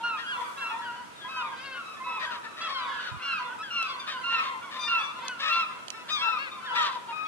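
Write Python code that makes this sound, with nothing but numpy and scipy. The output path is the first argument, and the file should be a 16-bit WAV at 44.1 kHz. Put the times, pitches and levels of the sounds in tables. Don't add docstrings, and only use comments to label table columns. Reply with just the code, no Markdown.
import sys
import numpy as np
from scipy import signal
from scipy.fft import rfft, irfft
from scipy.io import wavfile
from scipy.ndimage import uniform_filter1d

SR = 44100
rng = np.random.default_rng(int(sys.argv[2]) if len(sys.argv) > 2 else 0)


def int16_out(signal):
    q = np.round(np.clip(np.atleast_2d(signal).T, -1, 1) * 32767)
    wavfile.write(sys.argv[1], SR, q.astype(np.int16))


N = 320607
TOP_HZ = 12800


def undb(db):
    return 10 ** (np.asarray(db) / 20)


def level(x, db):
    return x * undb(db) / np.sqrt(np.mean(x ** 2))


def band(x, hz, width):
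    return signal.lfilter(*signal.iirpeak(hz, hz / width, SR), x)


def walk(rate, size):
    hold = max(int(SR / rate), 1)
    steps = np.repeat(rng.standard_normal(size // hold + 1), hold)
    return 1.2 * uniform_filter1d(steps, hold)[:size]


def add(out, x, start_s, pan_db, lag_ms):
    for port, sign in ((0, 0.96), (1, -1)):
        at = max(int(round((start_s + sign * lag_ms / 2000) * SR)), 0)
        part = x[:max(N - at, 0)]
        out[port, at:at + len(part)] += part * undb(sign * pan_db / 2)


# frequency in Hz, relative density in dB per Hz
TOWN_SPECTRUM = [(15, -67), (25, -37), (95, -17.5), (230, -9.5), (367, -13), (763, -13.5), (991, -12),
                 (1160, -17.5), (1320, -5.5), (1580, -14.5), (2000, -17.5), (2670, -18), (4500, -25.5),
                 (10600, -29.5), (12800, -32), (16600, -75.5), (22000, -120)]
TOWN_DB = -47.5


def town(flicker_db=0.5):
    hz = np.fft.rfftfreq(N, 1 / SR)
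    corner_hz, corner_db = np.transpose(TOWN_SPECTRUM)
    shape = undb(np.interp(np.log(hz + 1), np.log(corner_hz), corner_db))
    hum = 0
    for low, high in ((0, 300), (300, 1500), (1500, 5000), (5000, SR)):
        in_band = (hz >= low) * (hz < high)
        part = irfft(rfft(rng.standard_normal((2, N))) * shape * in_band, N)
        hum = hum + part * undb(flicker_db * walk(7.2, N))
    return level(hum, TOWN_DB) * undb([[-.5], [.5]])


SWELL_PEAK_S, SWELL_WIDTH_S = 0.51, .22
SWELL_HISS_DB, SWELL_LOW_HZ = -52.5, 4500


def hiss_swell():
    highpass = signal.butter(2, SWELL_LOW_HZ, "high", fs=SR)
    hiss = signal.lfilter(*highpass, rng.standard_normal((2, N)))
    from_peak = (np.arange(N) / SR - SWELL_PEAK_S) / SWELL_WIDTH_S
    return level(hiss, SWELL_HISS_DB) * np.exp(-.5 * from_peak ** 2)


# start in seconds, nominal level in dB, frequency in Hz,
# left minus right in dB
THUMPS = [(3.105, -60, 50, -7), (3.113, -37, 116, -11), (3.138, -40, 138, -11), (3.16, -43, 94.5, -12)]


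def case_thumps(thump_s=0.013):
    shake, t = np.zeros((2, N)), np.arange(int(.06 * SR)) / SR
    envelope = t / thump_s * np.exp(1 - (t / thump_s) ** 2)
    for start_s, db, hz, pan_db in THUMPS:
        add(shake, undb(db) * np.sin(2 * np.pi * hz * t) * envelope, start_s, pan_db, 0)
    return shake * [[1], [-1]]


# start in seconds, peak in dB before panning, left minus right in dB,
# brightness in dB per octave
TICKS = [(3.8275, -22, 5, -5), (4.3994, -38, 1.0, 0), (5.1895, -34, 2, -15), (5.282, -17.5, -9, 5),
         (5.882, -26, -12.5, -7.5), (5.903, -22.5, -13.5, 0)]
# frequency in Hz, width in Hz, gain in dB before brightness
CASE_RESONANCES = [(756, 320, -8.5), (3170, 310, 10), (4240, 400, 9.5), (5800, 400, 8), (9700, 3500, -55)]


def case_ticks(crack_s=0.0018):
    out, t = np.zeros((2, N)), np.arange(int(.06 * SR)) / SR
    for start_s, db, pan_db, bright_db in TICKS:
        crack = rng.standard_normal(len(t)) * np.exp(-t / crack_s)
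        ring = sum(undb(gain_db + bright_db * np.log2(hz / 3000)) * band(crack, hz, width)
                   for hz, width, gain_db in CASE_RESONANCES)
        add(out, ring / np.abs(ring).max() * undb(db), start_s, pan_db, -.1)
    return out


ECHO_T60_S, ECHO_DB, ECHO_DAMP_HZ = 0.69, -7, 6200


def fronts(x):
    t = np.arange(int(1.2 * SR)) / SR
    noise = rng.standard_normal((2, len(t))) * (t > .012)
    decay = np.exp(-np.log(1000) * t / ECHO_T60_S)
    tail = signal.lfilter(*signal.butter(1, ECHO_DAMP_HZ, fs=SR), noise) * decay
    tail /= np.sqrt(np.sum((noise * decay) ** 2) / 2)
    return signal.fftconvolve(x.mean(axis=0, keepdims=True), tail, axes=1)[:, :N]


def cry(length, hz, db, harmonics_db, waver, flutter_db=1.3, edge_s=.011, closing_db=1.5, rasp=.15):
    size = int(length * SR)
    u = np.linspace(0, 1, size)
    glide = uniform_filter1d(np.interp(u, np.linspace(0, 1, len(hz)), hz), size // 12)
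    phase = 2 * np.pi * np.cumsum(glide * (1 + waver / 100 * walk(150, size))) / SR
    darker_db = closing_db * (1 - 2 * u) * hz[0] / 1000
    stack = 0
    for k, harmonic_db in enumerate(harmonics_db):
        if (k + 1) * max(hz) < TOP_HZ:
            flutter = flutter_db * np.sqrt(k + 1) * (walk(70, size) - np.sqrt(k))
            gain = undb(harmonic_db + (k - .5) * darker_db + flutter)
            stack = stack + gain * np.sin((k + 1) * phase + k)
    stack *= 1 + rasp * walk(900, size)
    edges = np.clip(np.minimum(u, 1 - u) * length / edge_s, 0, 1)
    return np.sqrt(2) * stack * edges * undb(np.interp(u, np.linspace(0, 1, len(db)), db))


# relative level of a harmonic in dB, from the first up
FAR_HARMONICS_DB = [-1, -5.5, -6.5, -14, -13]
DEEP_HARMONICS_DB = [-15.5, 6, -16, -5, -28, -29, 2]


def far_gulls(count=180, low_hz=930, octaves=.8, fall=0.2035, spread_db=0.5):
    out = np.zeros((2, N))
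    for when, high, long, loud, side, drop in rng.random((count, 6)):
        bend = 1 - fall * drop * np.array([-0.1875, -.3, .1, 1])
        hz = low_hz * 2 ** (octaves * high) * bend
        harmonics_db = FAR_HARMONICS_DB
        if high < .25:
            hz, harmonics_db = hz / 2, DEEP_HARMONICS_DB
        db = spread_db * (2 * loud - 1) + np.array([-4, 0, -1, -6])
        voice = cry(.05 + .09 * long, hz, db, harmonics_db, waver=.8)
        add(out, voice, when * N / SR, 6 * (side - .5), 0.4 * (side - .5))
    return level(out, 0)


# time in seconds, level in dB
CLAMOUR_LEVELS = [(0.0, -41), (.2, -47.5), (.42, -38), (.55, -38.5), (.77, -40.5), (.95, -42), (1.1, -58.5),
                  (1.43, -40.5), (1.65, -42.5), (2.15, -39), (2.41, -44.5), (2.8, -36), (3.2, -40.5),
                  (3.34, -34), (3.48, -41), (3.7, -40), (4.3, -37), (4.45, -40), (4.65, -38), (5.34, -40.5),
                  (5.57, -34.5), (5.8, -48.5), (6.05, -49.5), (6.28, -33), (6.5, -48.5), (6.7, -40),
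                  (6.84, -30.5), (7.15, -66), (7.27, -46)]
FAR_DULL_HZ = 3640


def far_clamour():
    far = signal.lfilter(*signal.butter(2, FAR_DULL_HZ, fs=SR), far_gulls())
    blurred = level(far + 1.06 * fronts(far), 0)
    time_s, db = np.transpose(CLAMOUR_LEVELS)
    return blurred * undb(np.interp(np.arange(N) / SR, time_s, db))


# start in seconds, length in seconds, starting level near 2 kHz in dB,
# first pulse rate in Hz, last pulse rate in Hz, brightness in dB per octave, left minus right in dB
SQUAWKS = [(.17, 0.066, -50, 497, 471, -1.5, 6), (.395, 0.051, -47.5, 485, 445, -6, 5),
           (2.185, 0.098, -45, 608.4, 623, -2.5, 8.5), (2.301, 0.091, -47, 658, 489, -1, 4.5),
           (2.43, 0.054, -46.5, 468, 467, -6, 6), (2.561, 0.19, -46, 596, 612, -3, 4.5),
           (2.98, 0.15, -49.5, 490, 495.4, 0.5, 1.5), (4.06, 0.1, -43.5, 640.5, 537, 1, 4.5),
           (4.3, 0.21, -45.5, 470, 548, -1, 4), (4.701, .11, -47.5, 599, 556.6, -0.5, 6.5),
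           (5.385, 0.15, -39.5, 538.3, 622, 1, 3), (5.51, 0.13, -52, 687, 655, 3, 7),
           (6.08, .045, -38, 560.4, 617, 2, 2), (6.74, .17, -41, 561.3, 618.6, 2.5, 4.5),
           (6.9, 0.089, -54.5, 544, 490, 5, 5.5), (7.095, .045, -46, 474, 457, -4, 4)]
# frequency in Hz, width in Hz, relative gain in dB before brightness
THROAT = [(1076, 380, 2), (1440, 294, 2.5), (1740, 320, 4), (2850, 700, -0.5), (3660, 460, 4),
          (5020, 2600, -13.5)]
SQUAWK_GROWS_DB = 3.5


def squawks(jitter=.06, scatter_db=2.5, breath=.3):
    out = np.zeros((2, N))
    for start_s, length, db, first_hz, last_hz, bright_db, pan_db in SQUAWKS:
        t = np.arange(0, length, 1 / SR)
        rate_hz = first_hz + (last_hz - first_hz) * t / length
        turns = np.floor(np.cumsum(rate_hz * (1 + jitter * walk(200, len(t)))) / SR)
        pulses = np.diff(turns, prepend=0) * undb(scatter_db * rng.standard_normal(len(t)))
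        air = level(pulses, 0) + breath * rng.standard_normal(len(t))
        throat = sum((-1) ** k * undb(gain_db + bright_db * np.log2(hz / 2000)) * band(air, hz, width)
                     for k, (hz, width, gain_db) in enumerate(THROAT))
        throat /= np.std(band(throat, 2000, 700))
        edges = np.clip(np.minimum(t, (length - t) / 2) / .02, 0, 1)
        growth = undb(db + SQUAWK_GROWS_DB * t / length)
        add(out, throat * edges * growth, start_s, pan_db, -.11)
    return out


# start in seconds, length in seconds, held pitch in Hz, end pitch in Hz,
# release of the pitch as a share of length (0-1), peak of the swell in dB, its place as a share of length (0-1),
# voice, brightness in dB per harmonic, left minus right in dB, lag of the left in ms
CRIES = [(0, 0.2, 472.3, 441.5, 0.34, -36.5, 0, "nasal", 0.5, 2, -0.13),
         (0.029, 0.16, 1415, 1189, 0.25, -27.5, 0.27, "mew", -3.5, -1, 0.043),
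         (0.164, .16, 1640, 1343, 0.43, -38.5, .7, "yelp", 4.5, 1, -0.13),
         (0.174, 0.069, 1837, 1880, 0.45, -42, 0.34, "plain", -3, 10, -0.18),
         (.179, .11, 1403, 1326, 0.33, -38.5, 0.03, "plain", 1, 7, -0.21),
         (0.258, 0.12, 1630, 1288, 0.5, -31.5, 0.58, "yelp", 0, -1, -.22),
         (0.382, 0.057, 1114, 914, 0.02, -36.5, 0.97, "plain", -15, -1, .01),
         (0.572, 0.19, 1360, 1180, 0.47, -32.5, 0.5, "keen", 0, 0.5, 0.07),
         (0.6, 0.048, 1710, 1600, 0.24, -34, .5, "yelp", -3, 4, -0.16),
         (0.617, 0.078, 940, 950, .5, -44.5, .5, "plain", -1, 3, -.05),
         (0.684, 0.058, 1384, 1370, .5, -35, 0.6, "mew", -2.5, 3, -.18),
         (.698, .086, 880, 937, 0.15, -36, 0.58, "plain", 2, 2, -.094),
         (0.783, 0.057, 1350, 1360, .5, -39.5, 0.1, "plain", 3, 8, 0.16),
         (.787, 0.27, 952, 987, 0.43, -38, 0.17, "plain", -2, 0, 0.015),
         (0.81, 0.12, 1700, 1347, 0.25, -35.5, 0.63, "yelp", -4, 3, 0.08),
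         (.955, 0.072, 1497, 1457, 0.44, -49.5, 0.3, "yelp", 6, 9, -0.013),
         (1.0, .055, 986, 890, 0.23, -41, 0.1, "plain", -4, 1, .01),
         (1.152, 0.089, 1843, 1750, 0.14, -46, .8, "thin", -2, 3, 0.16),
         (1.207, 0.084, 1642, 1643, 0.6, -41, 0.65, "yelp", 1, 7, -0.1),
         (1.242, 0.083, 1000, 1110, 0.35, -38, 0.14, "plain", -3, -4, 0.033),
         (1.278, 0.21, 1297, 1181, 0.27, -36, 0.61, "mew", 0.5, 2.5, -0.089),
         (1.355, 0.082, 1587, 1314, 0.13, -33, 1, "mew", 0, -1, 0.13),
         (1.362, 0.14, 1021, 890, 0.07, -36, 0.22, "plain", -8, 1, .06),
         (1.481, .073, 464.5, 464, 0.6, -45.5, 0.7, "nasal", 0, 1, 0.1),
         (1.51, .045, 1635, 1520, 0.38, -45, .4, "plain", 2, 6, -.1),
         (1.554, 0.24, 558.5, 525.6, .44, -37, 0.51, "gruff", 0, 5.5, 0.042),
         (1.715, 0.11, 1697, 1350, 0.02, -35, 0.62, "yelp", -4.5, 2, 0.085),
         (1.85, 0.15, 1320, 1262, 0.24, -48, 0.47, "mew", 3, 7, -0.086),
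         (1.96, 0.054, 1760, 1745, .5, -48, .4, "plain", 0, -3, .18),
         (1.995, 0.057, 1040, 1070, 0.6, -37, 0.46, "plain", 1.5, -3, .091),
         (2.034, 0.2, 1307, 1160, 0.58, -32.5, 0.6, "keen", 0.5, 0, -0.059),
         (2.053, 0.1, 993, 930, 0.37, -36, 0.3, "plain", -5, 0, .096),
         (2.2, 0.062, 1895, 1850, 0.46, -33.5, 0.75, "plain", -7, 4, -.18),
         (2.249, 0.06, 1570, 1690, 0.4, -40, 0.46, "plain", 3, 4, -0.078),
         (2.3, 0.1, 1518, 1140, 0.03, -40.5, 0.2, "plain", 2.5, 4, -0.063),
         (2.426, 0.06, 877, 920, 0.66, -40, 0.83, "thin", -4, 4, -0.16),
         (2.603, .086, 675, 632, 0.48, -30.5, 0.6, "honk", 0, 0, 0.058),
         (2.682, 0.17, 1116, 953, 0.18, -32, 0.52, "brassy", 0, 4, 0.12),
         (2.885, 0.2, 1720, 1630, 0.29, -40, 0.46, "plain", -3, -5.5, .12),
         (2.954, 0.097, 1700, 1355, 0.13, -42.5, .4, "yelp", -4, 2, .05),
         (2.983, 0.063, 1417, 1340, 0.52, -39, 0, "plain", -3, 10, 0.03),
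         (3.063, 0.052, 1472, 1310, 0.33, -38, 0.15, "plain", 3, 10, 0.065),
         (3.115, 0.06, 1005, 1010, .5, -41, 0.1, "plain", -9, 7, .078),
         (3.192, 0.07, 520, 478, .25, -42.5, 0.1, "deep", -2, 5, -0.044),
         (3.21, 0.14, 1144, 1023, 0.3, -44.5, 0.43, "bright", -3.5, 14, 0.3),
         (3.217, .18, 1400, 1204, .35, -28, 0.63, "keen", 1, -2, -0.055),
         (3.313, 0.055, 1373, 1395, 0.35, -33, .3, "plain", 2, -2, -.16),
         (3.359, .063, 1269, 1319, 0.27, -36.5, 0.2, "plain", -1, 6, -0.2),
         (3.387, 0.049, 1000, 960, .5, -35.5, 0.5, "plain", -4, 1, .075),
         (3.463, .079, 1400, 1516, 0.09, -36.5, 0.98, "plain", -4, 0, -0.01),
         (3.582, 0.06, 1278, 1375, 0.48, -38.5, 0.56, "plain", 4, 1, 0.054),
         (3.624, 0.095, 1704, 1405, 0.03, -37.5, .2, "mew", -2.5, 3.5, -0.09),
         (3.702, .18, 1405, 1244, 0.24, -26, 0.64, "keen", .5, .5, -0.059),
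         (3.704, 0.053, 1347, 1290, 0.5, -38, .1, "mew", -2, 9, -0.22),
         (3.825, 0.14, 1146, 1027, 0.6, -38.5, 0.57, "brassy", 1.5, 5.5, 0.091),
         (3.832, 0.097, 1346, 1370, 0.64, -41, 0.8, "mew", 3.5, 2, -0.22),
         (3.992, 0.073, 1199, 1066, 0.14, -37, 0.2, "shrill", 0.5, 5.5, -0.065),
         (4.068, 0.12, 1813, 1415, 0.2, -37.5, 0.8, "yelp", 1.5, 0, -.042),
         (4.075, 0.045, 1264, 1170, 0.8, -36, 0.2, "plain", 3, 12, 0.23),
         (4.206, .047, 1060, 950, 0.16, -42, 0.6, "plain", 5.5, -1, 0.065),
         (4.232, 0.18, 1392, 1199, 0.54, -25.5, 0.63, "keen", -1.5, -2, -0.078),
         (4.294, 0.12, 1823, 1825, .2, -38.5, 0.58, "plain", 1.5, 5, -0.18),
         (4.314, .044, 783, 770, .7, -39, 1, "deep", -1.5, 1, -.12),
         (4.375, 0.063, 1357, 1257, 0.09, -27, 0.5, "mew", -2, 2.5, -0.21),
         (4.388, .222, 1126, 1023, .05, -35.5, 0.4, "plain", 3, 4.5, -0.27),
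         (4.606, .052, 1400, 1491, 0.46, -43, 0.77, "plain", 1, -1, -0.076),
         (4.786, 0.14, 1206, 1203, 0.45, -31.5, 0.48, "shrill", 0, 8, -0.037),
         (4.845, 0.052, 1830, 1767, 0.4, -42, .7, "bright", -4, -1, -.01),
         (4.872, 0.16, 1390, 1255, 0.18, -23.5, 0.58, "keen", -1.5, -1, -0.096),
         (4.929, 0.076, 1382, 1350, 0.24, -38, .33, "mew", -0.5, -6, 0.16),
         (4.97, .087, 1730, 1650, .5, -42.5, 0.6, "plain", 1, 2, -0.12),
         (4.978, 0.15, 1146, 1165, 0.5, -35, 0.44, "bright", 1, 8.5, 0.24),
         (5.188, 0.12, 535, 512.3, 0.49, -34.5, 0.68, "gruff", .5, 4, -0.0018),
         (5.246, 0.054, 1736, 1697, 0.4, -43, 0.2, "yelp", 7, 10, .085),
         (5.287, .11, 1537, 1327, 0.03, -35, 0.03, "plain", 2, 0, 0.053),
         (5.401, 0.053, 562, 550, .5, -45, 0.1, "deep", -2, 2, -.2),
         (5.411, 0.11, 1828, 1890, 0.62, -39.5, 0.3, "plain", 0, 14, 0.076),
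         (5.416, 0.11, 1310, 1210, 0.04, -30, .55, "mew", 0.5, 6, -.15),
         (5.488, 0.17, 1356, 1186, 0.66, -25, 0.41, "mew", 1, 2, -0.078),
         (5.521, 0.11, 1157, 1045, 0.42, -34.5, 0.2, "bright", 1, 4, -0.026),
         (5.591, .067, 1385, 1270, .1, -33, 0.3, "thin", 5, -2, -.18),
         (5.685, 0.051, 1039, 1003, 0.05, -39.5, 0.77, "plain", 0, 5, -.086),
         (5.711, 0.14, 1350, 1345, .3, -48, 0.9, "mew", -1.5, 7, -0.18),
         (5.896, .14, 1340, 1290, 0.2, -45, 0.7, "mew", 4, 4.5, .14),
         (5.932, 0.063, 454, 438, 0.3, -43.5, 0.3, "deep", -0.5, 2, -.1),
         (6.095, 0.1, 1253, 1146, 0.31, -26, 0.43, "bright", 1, 7, 0.15),
         (6.143, .12, 1085, 1134, 0.27, -30.5, .6, "shrill", 0.5, 2, -0.12),
         (6.211, .18, 1344, 1182, 0.44, -26.5, .45, "mew", -1.5, 7, -.12),
         (6.25, 0.078, 1805, 1785, 0.59, -42, 0.73, "mew", 4, 2, 0.21),
         (6.316, 0.078, 1338, 1349, .4, -43, 0.2, "mew", 3, -7, 0.23),
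         (6.379, 0.12, 555.6, 468, .4, -34.5, .45, "deep", 0, 9, 0.22),
         (6.398, 0.038, 1226, 1230, .3, -41, .2, "plain", 2, 11, -.03),
         (6.51, 0.11, 1235, 1128, 0.27, -43, 0.01, "bright", -2.5, 4, -0.11),
         (6.624, 0.064, 1340, 1300, 0.6, -40.5, 0.04, "plain", 1.5, 11, 0.2),
         (6.645, .097, 1796, 1400, 0.28, -36, 0.55, "yelp", 1.5, -1, 0.1),
         (6.699, 0.057, 659, 680, 0.4, -37, 0.65, "honk", -2, 11, -0.23),
         (6.748, 0.037, 1215, 1192, .7, -28, 0.2, "bright", -0.5, 0, -0.14),
         (6.749, 0.093, 1943, 1834, 0.3, -30, 0.47, "plain", 0, 6.5, -0.21),
         (6.754, .19, 1374, 967.5, 0.14, -27.5, 0.16, "plain", 0, 5, -0.17),
         (6.773, 0.088, 1650, 1520, 0.06, -32.5, 0.42, "thin", 5.5, -2, .21),
         (6.811, 0.042, 1450, 1430, .5, -37.5, .4, "bright", 3.5, 3, -.15),
         (6.936, 0.056, 1001, 920, 0.44, -34, .6, "plain", -11, 2, -0.11),
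         (7.075, 0.064, 468.2, 447, 0.3, -36, 0.52, "nasal", 2, 2, -0.067),
         (7.117, 0.19, 1260, 1220, 0.55, -32.5, 0.58, "mew", -2.5, 10.5, 0.14),
         (7.248, .028, 1115, 1131, .5, -39, .9, "bright", 2.5, -5, .01)]
VOICES = {"mew": [-1, -2, -12, -19, -39, -46], "plain": [0.5, -10, -21.5, -28, -50, -40.5], "bright": [-6,
          -6.5, -1.5, -14, -20.5, -31.5], "deep": [-22.5, -11, -3.5, -4.5, -1, -11.5], "nasal": [-32, 3,
          -11, -25, -20, -17.5], "thin": [-31, 1, -33, -31, -41, -52], "yelp": [-2.5, -5, -21, -35, -56,
          -55], "brassy": [-2, -10.5, -6, -6, -19, -42], "keen": [-5.5, -1, -15.5, -22, -50, -56], "honk":
          [-36, -2.5, -13, -4.5, -1.5, -14], "shrill": [-10.5, -8.5, -2, -7.5, -13.5, -24.5], "gruff": [-20,
          -9.5, -7.5, -8, -4.5, -10]}
BENDS = {"mew": (.015, 0.22, 1.3), "plain": (0.016, 0.21, .9), "bright": (0.0363, .3, 1.13),
         "deep": (0.0585, 0.351, 1.6), "nasal": (0.0447, 0.273, 1.21), "thin": (.005, .2, 0.91),
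         "yelp": (.01, 0.14, .45), "brassy": (0.019, 0.18, 1.2), "keen": (0.014, 0.16, 1.38),
         "gruff": (.14, .44, .2), "honk": (0.017, 0.57, 1.03), "shrill": (0.0094, 0.19, 1.22)}
SWELLS = {"mew": (11.3, 13.5), "keen": (13.4, 26.4), "plain": (10.4, 13.6), "bright": (14.5, 10),
          "deep": (8.4, 10), "gruff": (20.6, 3), "honk": (8.9, 12), "shrill": (17, 27), "nasal": (11, 14),
          "thin": (12, 11), "yelp": (10.6, 11), "brassy": (15, 14)}
WAVER_PERCENT = 0.54


def near_gulls(fall_db=4.5):
    out, u = np.zeros((2, N)), np.linspace(0, 1, 17)
    for start_s, length, hz, end_hz, hold, db, peak, voice, bright_db, pan_db, lag_ms in CRIES:
        scoop, reached, curve = BENDS[voice]
        below = scoop * np.clip(1 - u / reached, 0, 1)
        slide = np.clip((u - hold) / max(1 - hold, .05), 0, 1) ** curve
        pitch = hz * (1 - below) + (end_hz - hz) * slide
        rise_db, sink_db = SWELLS[voice]
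        swell_db = db - np.where(u < peak, rise_db * (peak - u), sink_db * (u - peak))
        lower = np.array(VOICES[voice]) + bright_db * np.arange(6)
        lower += max(VOICES[voice]) - lower.max()
        upper = [lower[-1] - fall_db * k for k in (0, 0, 1, 2, 3)]
        voiced = cry(length, pitch, swell_db, list(lower) + upper, WAVER_PERCENT)
        add(out, voiced, start_s, pan_db, lag_ms)
    return out


def scene():
    background = town() + hiss_swell()
    case = case_thumps() + case_ticks()
    far = far_clamour()
    near = squawks() + near_gulls()
    return background + case + far + near + undb(ECHO_DB) * fronts(near)


def record(dry):
    dull = signal.lfilter(*signal.butter(2, 10500, fs=SR), dry)
    thin = signal.lfilter(*signal.butter(2, 45, "high", fs=SR), dull)
    return signal.sosfilt(signal.ellip(10, .2, 70, TOP_HZ, fs=SR, output="sos"), thin)


dry = scene()
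out = record(dry)
int16_out(out)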